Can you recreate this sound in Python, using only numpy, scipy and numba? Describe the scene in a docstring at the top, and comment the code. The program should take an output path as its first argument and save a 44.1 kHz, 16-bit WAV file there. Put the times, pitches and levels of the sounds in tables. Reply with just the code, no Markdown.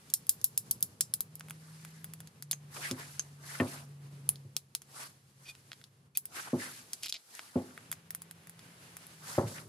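"""A single-action revolver is taken apart by hand over a steel bench, with a phone close by in a small workshop.
Steel snaps (ratchet, hammer, clicks, taps) are impulses with noisy chatter and ringing modes, tuned in brightness.
Pin and cylinder scrape in trains of slips; a grip panel chatters down; thuds are blows on the bench's modes.
A sleeve swishes as flickering noise with a gliding hollow tone.
Behind lie shaped rumble and hiss, a hum that wanders in pitch, and a short diffuse reverb."""
import sys
import numpy as np
from scipy import signal
from scipy.fft import rfft, irfft
from scipy.io import wavfile
from numba import njit

SR = 44100
rng = np.random.default_rng(int(sys.argv[2]) if len(sys.argv) > 2 else 0)


def master(y):
    """Save y as 16-bit WAV."""
    cut = np.clip(np.atleast_2d(y).T, -1, 1)
    pcm = np.round(cut * 32767)  # scale
    wavfile.write(sys.argv[1], SR, pcm.astype(np.int16))


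N = 426888
TIME = np.arange(N) / SR
FREQ = np.arange(N // 2 + 1) * SR / N
TOP_HZ = 16000  # upper limit of the sound

# Steel contacts, all with: t/s, bright band level over 5 ms/dB, bright band f/Hz, frame knock level over 5 ms/dB
# the bolt drops into a notch of the turning cylinder
RATCHET_DROPS = [(0.138, -20, 10700, -58.5), (0.2932, -16.5, 13800, -57), (0.4427, -18.5, 14200, -83),
                 (0.5765, -21.5, 13100, -80), (0.7108, -21.5, 14000, -71), (0.8261, -21, 14100, -85),
                 (1.0083, -21, 7800, -47.5)]
# the bolt lifts with a light tick just before it drops
BOLT_LIFTS = [(0.101, -44, 7960, -83), (0.268, -45, 14000, -69), (0.4144, -46, 8000, -77),
              (0.8072, -45, 13000, -68)]
# single contacts of gate, screwdriver and pin
STEEL_CLICKS = [(1.1385, -23.5, 12000, -56), (1.2066, -26.5, 14200, -54), (1.3543, -41, 13700, -78),
                (1.3962, -47, 12000, -73), (1.4982, -47, 11000, -60), (1.8494, -47, 10400, -50.5),
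                (2.044, -38.5, 14000, -51.5), (2.1365, -42, 11400, -54.5), (2.2041, -46, 9450, -53),
                (2.2735, -51, 5000, -62), (2.4242, -40, 7300, -55), (2.5126, -25, 8700, -53),
                (2.5178, -35, 5500, -68), (2.5301, -42, 5100, -44.5), (2.9121, -32.5, 6300, -44),
                (3.1946, -40, 6400, -43), (4.3573, -50, 3896, -72), (4.8189, -49, 7900, -60.5),
                (5.8401, -50, 3435, -66), (6.1728, -22.5, 13300, -50), (6.2553, -36.5, 14150, -59.5),
                (6.933, -32, 7050, -54.5), (7.0335, -35, 4100, -63), (7.0602, -41, 5000, -50.5),
                (7.3511, -45, 7100, -66), (7.7769, -55, 13750, -43.5), (7.9157, -31.5, 14000, -47),
                (7.9268, -38, 7050, -42.5), (8.1062, -36, 13800, -50), (8.149, -34.5, 13180, -48.5),
                (8.2194, -42, 10640, -57), (8.3111, -44, 11000, -53), (8.4716, -51, 11000, -56.5),
                (8.4956, -45.5, 12000, -59), (8.5926, -54, 4500, -58), (8.9684, -43, 11000, -50),
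                (9.0678, -48, 13500, -69)]
# the hammer is drawn back through its notches; extra column: sharpness of the bright band (Q)
HAMMER_NOTCHES = [(4.291, -19, 10540, -44, 5.5), (4.5662, -27, 7000, -50, 0.23),
                  (4.7506, -29, 7940, -50, 0.35)]
# dry taps of screwdriver, base pin and cylinder against the frame
FRAME_TAPS = [(1.4083, -51, 6500, -45.5), (1.4852, -54, 10300, -53.5), (1.5078, -41.5, 9900, -43.5),
              (5.5515, -56.5, 2470, -61), (5.7177, -47.5, 3484, -45.5), (5.7313, -47.5, 3300, -53),
              (5.8145, -61, 3000, -60), (7.0837, -43, 4000, -62), (7.098, -39.5, 5860, -62),
              (7.1248, -31, 3600, -54), (7.1417, -43.5, 4300, -66), (7.3931, -48, 4490, -41)]
# colour shared by all steel contacts: f/Hz, relative level/dB
STEEL_COLOUR = [(1400, -18), (2500, -9), (4000, 4.5), (6500, 4), (9000, 3), (12000, 3.5), (14000, 11),
                (16000, 1.5)]
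KNOCK_HZ, KNOCK_Q = 1670, 0.93  # the frame's dull knock under a click
# modes of the hand-damped steel frame: nominal f/Hz, relative level/dB, t60/s
FRAME_MODES = [(3370, 11.5, 0.017), (5000, 5.5, 0.033), (7070, 4, 0.024), (8100, -7.5, 0.018),
               (9980, 13, 0.016), (12000, 14, 0.0066), (12550, 2, 0.031), (14200, -7, 0.0062)]
# the cylinder sings on in many close modes: nominal f/Hz, relative level/dB
CYLINDER_MODES = [(3590, -16.5), (4400, -4), (5179, 2.5), (5850, -2.5), (7050, 1.5), (8037, -1.5),
                  (9297, -9.5), (10120, -7.5), (10360, -6), (10950, -3.5), (11780, -1), (12070, -4)]
CYLINDER_T60_S = 0.13
# the grip strap pings as a panel lets go: t/s, level before the mode weights/dB
STRAP_PINGS = [(2.5113, -38), (2.5303, -28.5), (3.195, -21.5)]
# modes of the grip strap: nominal f/Hz, relative level/dB, t60/s
STRAP_MODES = [(6370, 4, .013), (6950, -8, .01), (10150, -20, .03)]
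# the base pin slides in its hole: start t/s, length/s, level/dB, grit against rasp/dB
PIN_STROKES = [(5.452, 0.042, -56, -10), (5.478, 0.038, -50, 2), (6.148, 0.019, -50.5, 0),
               (7.917, 0.0092, -56, -10)]
# modes of the loose base pin: nominal f/Hz, relative level/dB, t60/s
PIN_MODES = [(2460, 0, 0.034), (3550, 1.5, 0.021), (4600, -2, 0.023), (5900, -3, 0.022), (8300, -7, .02)]
# the cylinder judders out through the frame: start t/s, length/s, level/dB, grit against rasp/dB
CYLINDER_STROKES = [(7.024, 0.052, -43.5, -5), (7.088, 0.017, -42, -1), (7.134, 0.037, -45.5, -22)]
# modes of its chamber walls, damped by the fingers: nominal f/Hz, relative level/dB, t60/s
CHAMBER_MODES = [(2470, -7, 0.02), (3600, -5, 0.0088), (5070, 0, .012)]
# a loose grip panel clacks onto the bench: t/s, level over 30 ms/dB, t60 of the chatter/s
PANEL_CLACKS = [(3.6, -34.5, 0.058)]
# modes of the panel: f/Hz, relative level/dB, t60/s
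PANEL_MODES = [(947, 1.5, .05), (1306, 0.5, 0.033), (1790, 10, .045), (2130, -9, 0.044), (2885, -20, 0.045)]
# parts land on the bench and settle: t/s, level over 50 ms/dB, corner f set by hardness/Hz,
# drum mode trim at that spot/dB, delay until it settles/s, settling blow before its filter/dB
BENCH_THUDS = [(2.9106, -38.5, 269, -3.5, .012, -6.5), (3.6011, -28.5, 1330, -0.5, 0.016, 1),
               (4.446, -52, 64.6, -22, 0.011, -25), (6.531, -29.5, 437, -1.5, .011, -3.5),
               (7.557, -29, 393, -4, .0185, -6.5), (9.3801, -26.5, 795, -16.5, 0.024, -15),
               (9.432, -37.5, 160, -7.5, 0.031, -8)]
# modes of the bench top: nominal f/Hz, relative level/dB, t60/s
BENCH_MODES = [(106, -2.5, 0.27), (136.6, 1.5, 0.082), (224, -3.5, 0.1), (323.3, -8.5, 0.19),
               (358.7, -0.5, 0.173), (396, -1.5, 0.09), (526.5, 0.5, 0.11), (567.5, 1, 0.12),
               (644.6, 0, 0.071), (695, -12, 0.25), (831, -13.5, 0.28), (1109, -3, 0.14)]
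# the bench top's main drum mode: f/Hz, level before the trim at each spot/dB, t60/s
BENCH_DRUM = [(258.8, 10, 0.13)]
# strokes of sleeve and hand: t of the fastest moment/s, swell/s, die-away/s,
# hiss before trim/dB, hollow body before trim/dB, nominal hollow f at full speed/Hz
SLEEVE_STROKES = [(1.8, 0.22, 0.22, -68, -67, 1720), (2.768, 0.023, 0.017, -54.5, -51, 1430),
                  (2.855, 0.044, 0.038, -49.5, -44.5, 1570), (2.999, 0.015, 0.029, -57, -50, 1790),
                  (3.09, 0.12, 0.11, -61, -61, 1470), (3.5, 0.038, 0.12, -55, -52, 1560),
                  (3.724, 0.047, 0.054, -55.5, -51.5, 2190), (5.014, 0.05, 0.04, -54, -51.5, 1390),
                  (5.46, 0.033, 0.047, -66.5, -66.5, 1800), (6.365, 0.018, 0.074, -53.5, -47, 1690),
                  (6.41, 0.054, 0.079, -59.5, -60.5, 1560), (6.627, 0.032, 0.053, -51.5, -49, 2230),
                  (6.781, 0.11, 0.032, -59.5, -61, 1490), (7.371, 0.044, 0.075, -61, -59.5, 1760),
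                  (7.62, 0.18, 0.17, -67.5, -66, 1620), (9.31, 0.04, 0.069, -51.5, -50.5, 1850),
                  (9.481, 0.0098, 0.058, -54.5, -55.5, 1580), (9.568, 0.022, 0.034, -58.5, -53, 1900)]
# hiss of cloth, also used for the room's air: f/Hz, relative density/dB per Hz
HISS_COLOUR = [(1500, -42), (2800, -7.5), (4500, 1), (7000, -0.5), (10500, -1), (12500, -2), (13500, 2),
               (16000, -57)]
# body of cloth, also used for the room's midrange: f/Hz, relative density/dB per Hz
BODY_COLOUR = [(60, -34), (250, -3.5), (600, -7), (1000, -6.5), (1600, -5), (2200, -7), (2900, -8),
               (6000, -21)]
# a low hum: t/s, f/Hz, level before it wavers/dB
HUM_COURSE = [(1.22, 155, -73), (1.3, 155.8, -55), (2.26, 160.3, -53), (2.33, 147.6, -73),
              (2.45, 146, -53.5), (3.5, 142.8, -55.5), (4.1, 141.5, -50), (4.42, 138.4, -53),
              (4.72, 138.1, -69.5), (5.55, 135.5, -64.5), (6.4, 141.4, -72), (7.3, 138.6, -100),
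              (7.88, 165, -62.5), (9.09, 169.4, -66), (9.2, 153.6, -60.5)]
# the workshop's background before trims: t/s, rumble/dB, airy hiss/dB, midrange rush/dB
BACKGROUND_COURSE = [(0, -68, -74, -68), (.8, -62.5, -74, -72), (1.3, -65, -78.5, -71),
                     (2.6, -67.5, -80, -71), (4.3, -64, -77, -69.5), (4.47, -70.5, -81, -75.5),
                     (5.8, -73, -76, -71.5), (6.1, -72.5, -90, -80.5), (6.9, -68.5, -66.5, -63),
                     (7.22, -86, -72, -72), (7.9, -67.5, -78.5, -67), (8.5, -69, -76, -65),
                     (9.1, -70.5, -68.5, -60.5), (9.68, -55, -70, -71)]
# low room rumble: f/Hz, relative density/dB per Hz
ROOM_RUMBLE = [(25, -24), (50, -24.5), (75, -1), (103, 8.5), (135, 9.5), (200, 4.5), (300, -6.5),
               (450, -4.5), (650, -14), (1200, -12.5), (3000, -55)]
# the two microphone ports: f/Hz, phase between them for near sounds/rad, side against mid for diffuse sound/dB
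MIC_PORTS = [(96.3, 0, -25.5), (393, 0, -10.5), (745, 0.62, -3.5), (1340, 1.34, 2), (4300, -0.1, -3),
             (5640, 1.33, 0.5), (9000, 1.55, -2), (11000, 0.03, -8), (12300, 1.57, 2), (13500, 3.5, 28)]


def steel(rows, q, chatter_s, chatter_db, frame_db, sing_db, size=4096):
    """Steel snaps and chatters, frame and cylinder ring; returns direct sound and the plain snaps fed to the room."""
    direct, outward, t = np.zeros(N), np.zeros(N), np.arange(size) / SR
    snap = np.zeros(size)
    snap[round(SR * .0003)] = 1
    # each cylinder mode is doubled, and detuning makes the pair beat
    cylinder = [(*mode, CYLINDER_T60_S) for mode in CYLINDER_MODES + CYLINDER_MODES]
    for s, db, hz, knock_db, *own_q in rows:
        chatter = rng.standard_normal(size) * np.exp(-np.minimum(t / chatter_s, 20) ** 2)
        frame = ring(FRAME_MODES, t, scatter_db=2, detune=.04)
        song = ring(cylinder, t, scatter_db=3, detune=.018)
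        burst = snap.copy()
        # levels are energies against the snap
        for level, part in ((chatter_db, chatter), (frame_db, frame), (sing_db, song)):
            burst += undb(level) * part / np.linalg.norm(part)
        contact = db, hz, knock_db, own_q[0] if own_q else q
        add(direct, s, coloured(burst, *contact))
        add(outward, s, coloured(snap, *contact))
    return direct, outward


def coloured(burst, db, bright_hz, knock_db, q):
    """Put a contact's weight in its bright band, with the frame's dull knock underneath."""
    size, window = len(burst), SR * .005
    hz = np.maximum(np.arange(size + 1) * SR / (2 * size), 1)
    spectrum = rfft(burst, 2 * size) / np.hypot(1, (hz / TOP_HZ) ** 24)

    def peak(centre, sharpness):
        """Response of a resonant band."""
        return 1 / np.hypot(1, sharpness * (hz / centre - centre / hz))

    def scaled(part, level):
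        """Set the rms level over 5 ms from the spectrum's energy."""
        return undb(level) * part / np.sqrt(np.sum(abs(part) ** 2) / size / window)

    points = np.array(STEEL_COLOUR)
    tint = undb(np.interp(np.log(hz), np.log(points[:, 0]), points[:, 1]))
    snap = spectrum * peak(bright_hz, q) * tint
    knock = spectrum * peak(KNOCK_HZ, KNOCK_Q) ** 2 / np.hypot(1, (hz / KNOCK_HZ / 2) ** 2) ** 2
    return irfft(scaled(snap, db) + scaled(knock, knock_db))[:size]


def ring(modes, t, scatter_db, detune):
    """Sum decaying modes; each blow weights and detunes them anew (detune is a share of the pitch)."""
    hz, db, t60 = np.array(modes).T[:, :, None]
    weight, shift, side = rng.standard_normal((3, len(modes), 1))
    gain = np.sign(side) * undb(db + scatter_db * weight)
    tones = np.sin(2 * np.pi * hz * (1 + detune * shift) * t)
    return np.sum(gain * fade(t, t60) * tones, axis=0)


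def strap():
    """The freed grip strap rings briefly in its own modes."""
    track, t = np.zeros(N), np.arange(SR // 10) / SR
    for s, db in STRAP_PINGS:
        add(track, s, undb(db) * ring(STRAP_MODES, t, scatter_db=1, detune=.003))
    return track


def scrapes(rows, modes, slips_per_s, spread_db, rasp_db, rasp_hz=(2550, 5700), grit_hz=(6000, 12500), count=256):
    """Steel slides on steel in uneven slips; each rings the part, rasps briefly and sheds fine grit."""
    track, t = np.zeros(N), np.arange(SR // 5) / SR
    for s, length, db, grit_db in rows:
        place = (np.arange(count) + rng.random(count)) / (length * slips_per_s)  # share of the stroke
        within = np.minimum(place, 1)
        pressure = np.sin(np.pi * within) ** .4 * (place < 1)
        force = pressure * undb(spread_db * rng.uniform(-0.86, 1, count))
        slips = np.bincount((within * length * SR).astype(int), force, len(t))
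        song = signal.fftconvolve(slips, ring(modes, t, scatter_db=2, detune=.002))[:len(t)]
        friction = signal.fftconvolve(slips, fade(t, .0028))[:len(t)] * rng.standard_normal(len(t))
        rasp = band(friction, *rasp_hz) + undb(grit_db) * band(friction, *grit_hz)
        scrape = unit(song) + undb(rasp_db) * rasp
        add(track, s, undb(db) * scrape / np.std(scrape[:int(length * SR)]))
    return track


def panel(crack_db=0, contact_hz=(750, 2400), chatter_db=-18):
    """One hard blow, then a dying chatter of small ones: a rough crack over the panel's short ring."""
    track, t = np.zeros(N), np.arange(SR // 4) / SR
    for s, db, t60 in PANEL_CLACKS:
        chatter = unit(rng.standard_normal(len(t)) ** 3) * fade(t, t60)  # cubing makes the blows sparse
        blows = band((t == 0) + undb(chatter_db) * chatter, *contact_hz)
        song = signal.fftconvolve(blows, ring(PANEL_MODES, t, 0, 0))[:len(t)]
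        clack = unit(song) + undb(crack_db) * blows
        add(track, s, undb(db) * clack / np.std(clack[:int(.03 * SR)]))
    return track


def bench(dense_db=1, dense_t60=0.21, dense_hz=1300, lowest_hz=98, settle_hz=380):
    """A part lands, then settles with a blow no brighter; a softer landing favours the low modes."""
    track, t = np.zeros(N), np.arange(SR // 2) / SR
    dense_band = signal.butter(3, [170, dense_hz], "band", fs=SR, output="sos")
    low_cut = signal.butter(4, lowest_hz, "high", fs=SR, output="sos")
    for s, db, corner_hz, drum_db, settle_s, settle_db in BENCH_THUDS:
        thud = np.zeros(SR)
        for delay, level, hz in ((0, 0, corner_hz), (settle_s, settle_db, min(corner_hz, settle_hz))):
            # decaying noise stands in for modes too dense to tell apart
            dense = unit(signal.sosfilt(dense_band, rng.standard_normal(len(t)))) * fade(t, dense_t60)
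            modes = ring(BENCH_MODES, t, scatter_db=1.5, detune=0.0052)
            modes = modes + undb(drum_db) * ring(BENCH_DRUM, t, 0, 0)
            body = signal.sosfilt(low_cut, modes + undb(dense_db) * dense)
            softness = signal.butter(2, hz, fs=SR, output="sos")
            add(thud, delay, undb(level) * signal.sosfilt(softness, body))
        add(track, s, undb(db) * thud / np.std(thud[:SR // 20]))
    return track


def sleeve(hiss_db=7.0, body_db=1, broad_db=-9, width=0.97, glide=0.47, fold=0.23, folds_per_s=40, grain_db=2):
    """Cloth rubs on cloth: fine-grained hiss over a hollow tone that rises with speed and wavers as folds catch."""
    hiss = flutter(noise(HISS_COLOUR), [0, 3500, 5500, 8000, 11000, SR], 60, 1.3) * undb(1.3 * walk(250))
    hiss_power, body_power, pitch = 0, 1e-20, 1e-17
    for s, swell_s, die_s, hiss_level, body_level, hz in SLEEVE_STROKES:
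        speed = stroke(s, swell_s, die_s)
        power = (undb(body_level) * speed) ** 2
        hiss_power = hiss_power + (undb(hiss_level) * speed) ** 2
        body_power = body_power + power
        pitch = pitch + power * hz * (1 + glide * (speed - 1))  # louder strokes rule the pitch
    centre = np.clip(pitch / body_power * np.exp(fold * walk(folds_per_s)), 300, 6000)
    rub = flutter(noise(BODY_COLOUR), [0, 1100, 1600, 2200, SR], 38, 3.2)
    tone = unit(np.array([hollow(side, centre, float(width)) for side in rub]))
    body = (tone + undb(broad_db) * rub) * undb(grain_db * walk(130))
    return hiss * np.sqrt(hiss_power) * undb(hiss_db) + body * np.sqrt(body_power) * undb(body_db)


def stroke(s, swell_s, die_s, roundness=1.54):
    """An arm speeds up and slows down: a lopsided bell in time."""
    distance = np.maximum((s - TIME) / swell_s, (TIME - s) / die_s)
    return np.exp(-.5 * np.minimum(distance, 10) ** roundness)


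def flutter(x, edges_hz, rate, depth_db):
    """Folds of cloth catch and let go: each band wavers on its own."""
    spectrum, out = rfft(x), 0
    for lo, hi in zip(edges_hz, edges_hz[1:]):
        inside = (FREQ >= lo) & (FREQ < hi)
        out = out + irfft(spectrum * inside, N) * undb(depth_db * walk(rate))
    return out


@njit
def hollow(x, hz, width):
    """A band-pass resonance whose centre moves; width is a share of the centre."""
    y, band_state, low_state = np.empty(len(x)), 0., 0.
    for i in range(len(x)):
        g = np.tan(np.pi * hz[i] / SR)
        v = (band_state + g * (x[i] - low_state)) / (1 + g * (g + width))
        band_state = 2 * v - band_state
        low_state = low_state + 2 * g * v
        y[i] = v
    return y


def workshop(rumble_db=5.5, hiss_db=9.0, mids_db=2.5):
    """Low room rumble, a nearly pure hum, and hiss and midrange coloured like the cloth."""
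    waver_db = 1.2 * walk(9)
    swell_db = .8 * walk(6) + 2 * walk(30)
    phase = 2 * np.pi * np.cumsum(curve(HUM_COURSE)) / SR
    hum = np.sqrt(2) * np.sin(phase) * undb(curve(HUM_COURSE, axis=2) + waver_db)
    rumble = noise(ROOM_RUMBLE) * undb(curve(BACKGROUND_COURSE) + rumble_db)
    air = noise(HISS_COLOUR) * undb(curve(BACKGROUND_COURSE, axis=2) + hiss_db)
    mids = noise(BODY_COLOUR) * undb(curve(BACKGROUND_COURSE, axis=3) + mids_db)
    return hum + (rumble + air + mids) * undb(swell_db)


def room(x, wet_db, early_t60, late_db, late_t60):
    """Early scatter from bench and hands, then a longer, fainter tail from the walls, as decaying noise."""
    t = np.arange(SR // 2) / SR
    build_up = 1 - np.exp(-t / .002)
    envelope = build_up * (fade(t, early_t60) + undb(late_db) * fade(t, late_t60))
    tails = rng.standard_normal((2, len(t))) * envelope / np.sqrt(2 * np.sum(envelope ** 2))
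    return undb(wet_db) * diffuse(*(signal.fftconvolve(x, tail)[:N] for tail in tails))


def near(x):
    """A close source reaches the two ports out of step."""
    turn = np.exp(.5j * shape(MIC_PORTS))
    return irfft(rfft(x) * np.array([turn, 1 / turn]), N)


def diffuse(mid, side):
    """Left and right for sound from all around: alike in the bass, opposed in the top treble."""
    angle = np.arctan(undb(shape(MIC_PORTS, axis=2)))
    mid = irfft(rfft(mid) * np.cos(angle), N)
    side = irfft(rfft(side) * np.sin(angle), N)
    return np.array([mid + side, mid - side])


def noise(colour):
    """Diffuse noise of a given colour."""
    gain = undb(shape(colour))
    return diffuse(*(unit(irfft(rfft(rng.standard_normal(N)) * gain, N)) for _ in range(2)))


def band(x, lo_hz, hi_hz):
    """One band of a sound, at rms 1."""
    sos = signal.butter(3, [lo_hz, min(hi_hz, TOP_HZ)], "band", fs=SR, output="sos")
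    return unit(signal.sosfilt(sos, x))


def undb(db):
    """Decibels to gain."""
    return 10 ** (np.asarray(db) / 20)


def unit(x):
    """Scale to rms 1."""
    return x / np.sqrt(np.mean(x ** 2) + 1e-20)


def curve(rows, axis=1):
    """One column of a time table at every sample."""
    rows = np.array(rows)
    return np.interp(TIME, rows[:, 0], rows[:, axis])


def shape(rows, axis=1):
    """One column of a frequency table at every bin, interpolated over log frequency."""
    rows = np.array(rows)
    return np.interp(np.log(FREQ + 1), np.log(rows[:, 0]), rows[:, axis])


def fade(t, t60):
    """Exponential decay by 60 dB in t60 seconds."""
    return np.exp(-np.log(1000) * t / t60)


def walk(rate, count=3000):
    """Random wander: straight lines between normal draws, rate of them a second."""
    return np.interp(TIME * rate, np.arange(count), rng.standard_normal(count))


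def add(track, s, sound):
    """Mix a sound into a track at time s."""
    i = max(int(s * SR), 0)
    track[i:i + len(sound)] += sound[:N - i]


def scene():
    """Gun, bench and sleeve in the workshop."""
    ratchet, ratchet_out = steel(RATCHET_DROPS, q=1.2, chatter_s=0.0034, chatter_db=10.5, frame_db=1.5, sing_db=-5.5)
    clicks, clicks_out = steel(STEEL_CLICKS + BOLT_LIFTS, q=1.37, chatter_s=0.0013, chatter_db=6,
                               frame_db=2.0, sing_db=-32.0)
    hammer, hammer_out = steel(HAMMER_NOTCHES, q=1, chatter_s=0.0014, chatter_db=0.5, frame_db=-11.5, sing_db=-38)
    taps, taps_out = steel(FRAME_TAPS, q=2.7, chatter_s=0.0017, chatter_db=-5, frame_db=-7.5, sing_db=-38)
    pin = scrapes(PIN_STROKES, PIN_MODES, slips_per_s=910, spread_db=7, rasp_db=-7)
    cylinder = scrapes(CYLINDER_STROKES, CHAMBER_MODES, slips_per_s=380, spread_db=2, rasp_db=6)
    small_parts = strap() + pin + cylinder + panel()
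    thuds = bench()
    outward = ratchet_out + clicks_out + undb(-1.5) * hammer_out + undb(-3.5) * taps_out + small_parts
    gun_room = room(outward, wet_db=-5.0, early_t60=0.059, late_db=-19, late_t60=0.2)
    bench_room = room(thuds, wet_db=-11, early_t60=0.51, late_db=-5, late_t60=0.64)
    close = near(ratchet + clicks + hammer + taps + small_parts + thuds)
    return close + gun_room + bench_room + sleeve() + workshop()


def record(dry):
    """The phone cuts the top with a steep low-pass."""
    return signal.sosfilt(signal.ellip(8, .2, 70, TOP_HZ, fs=SR, output="sos"), dry)


dry = scene()
out = record(dry)
master(out)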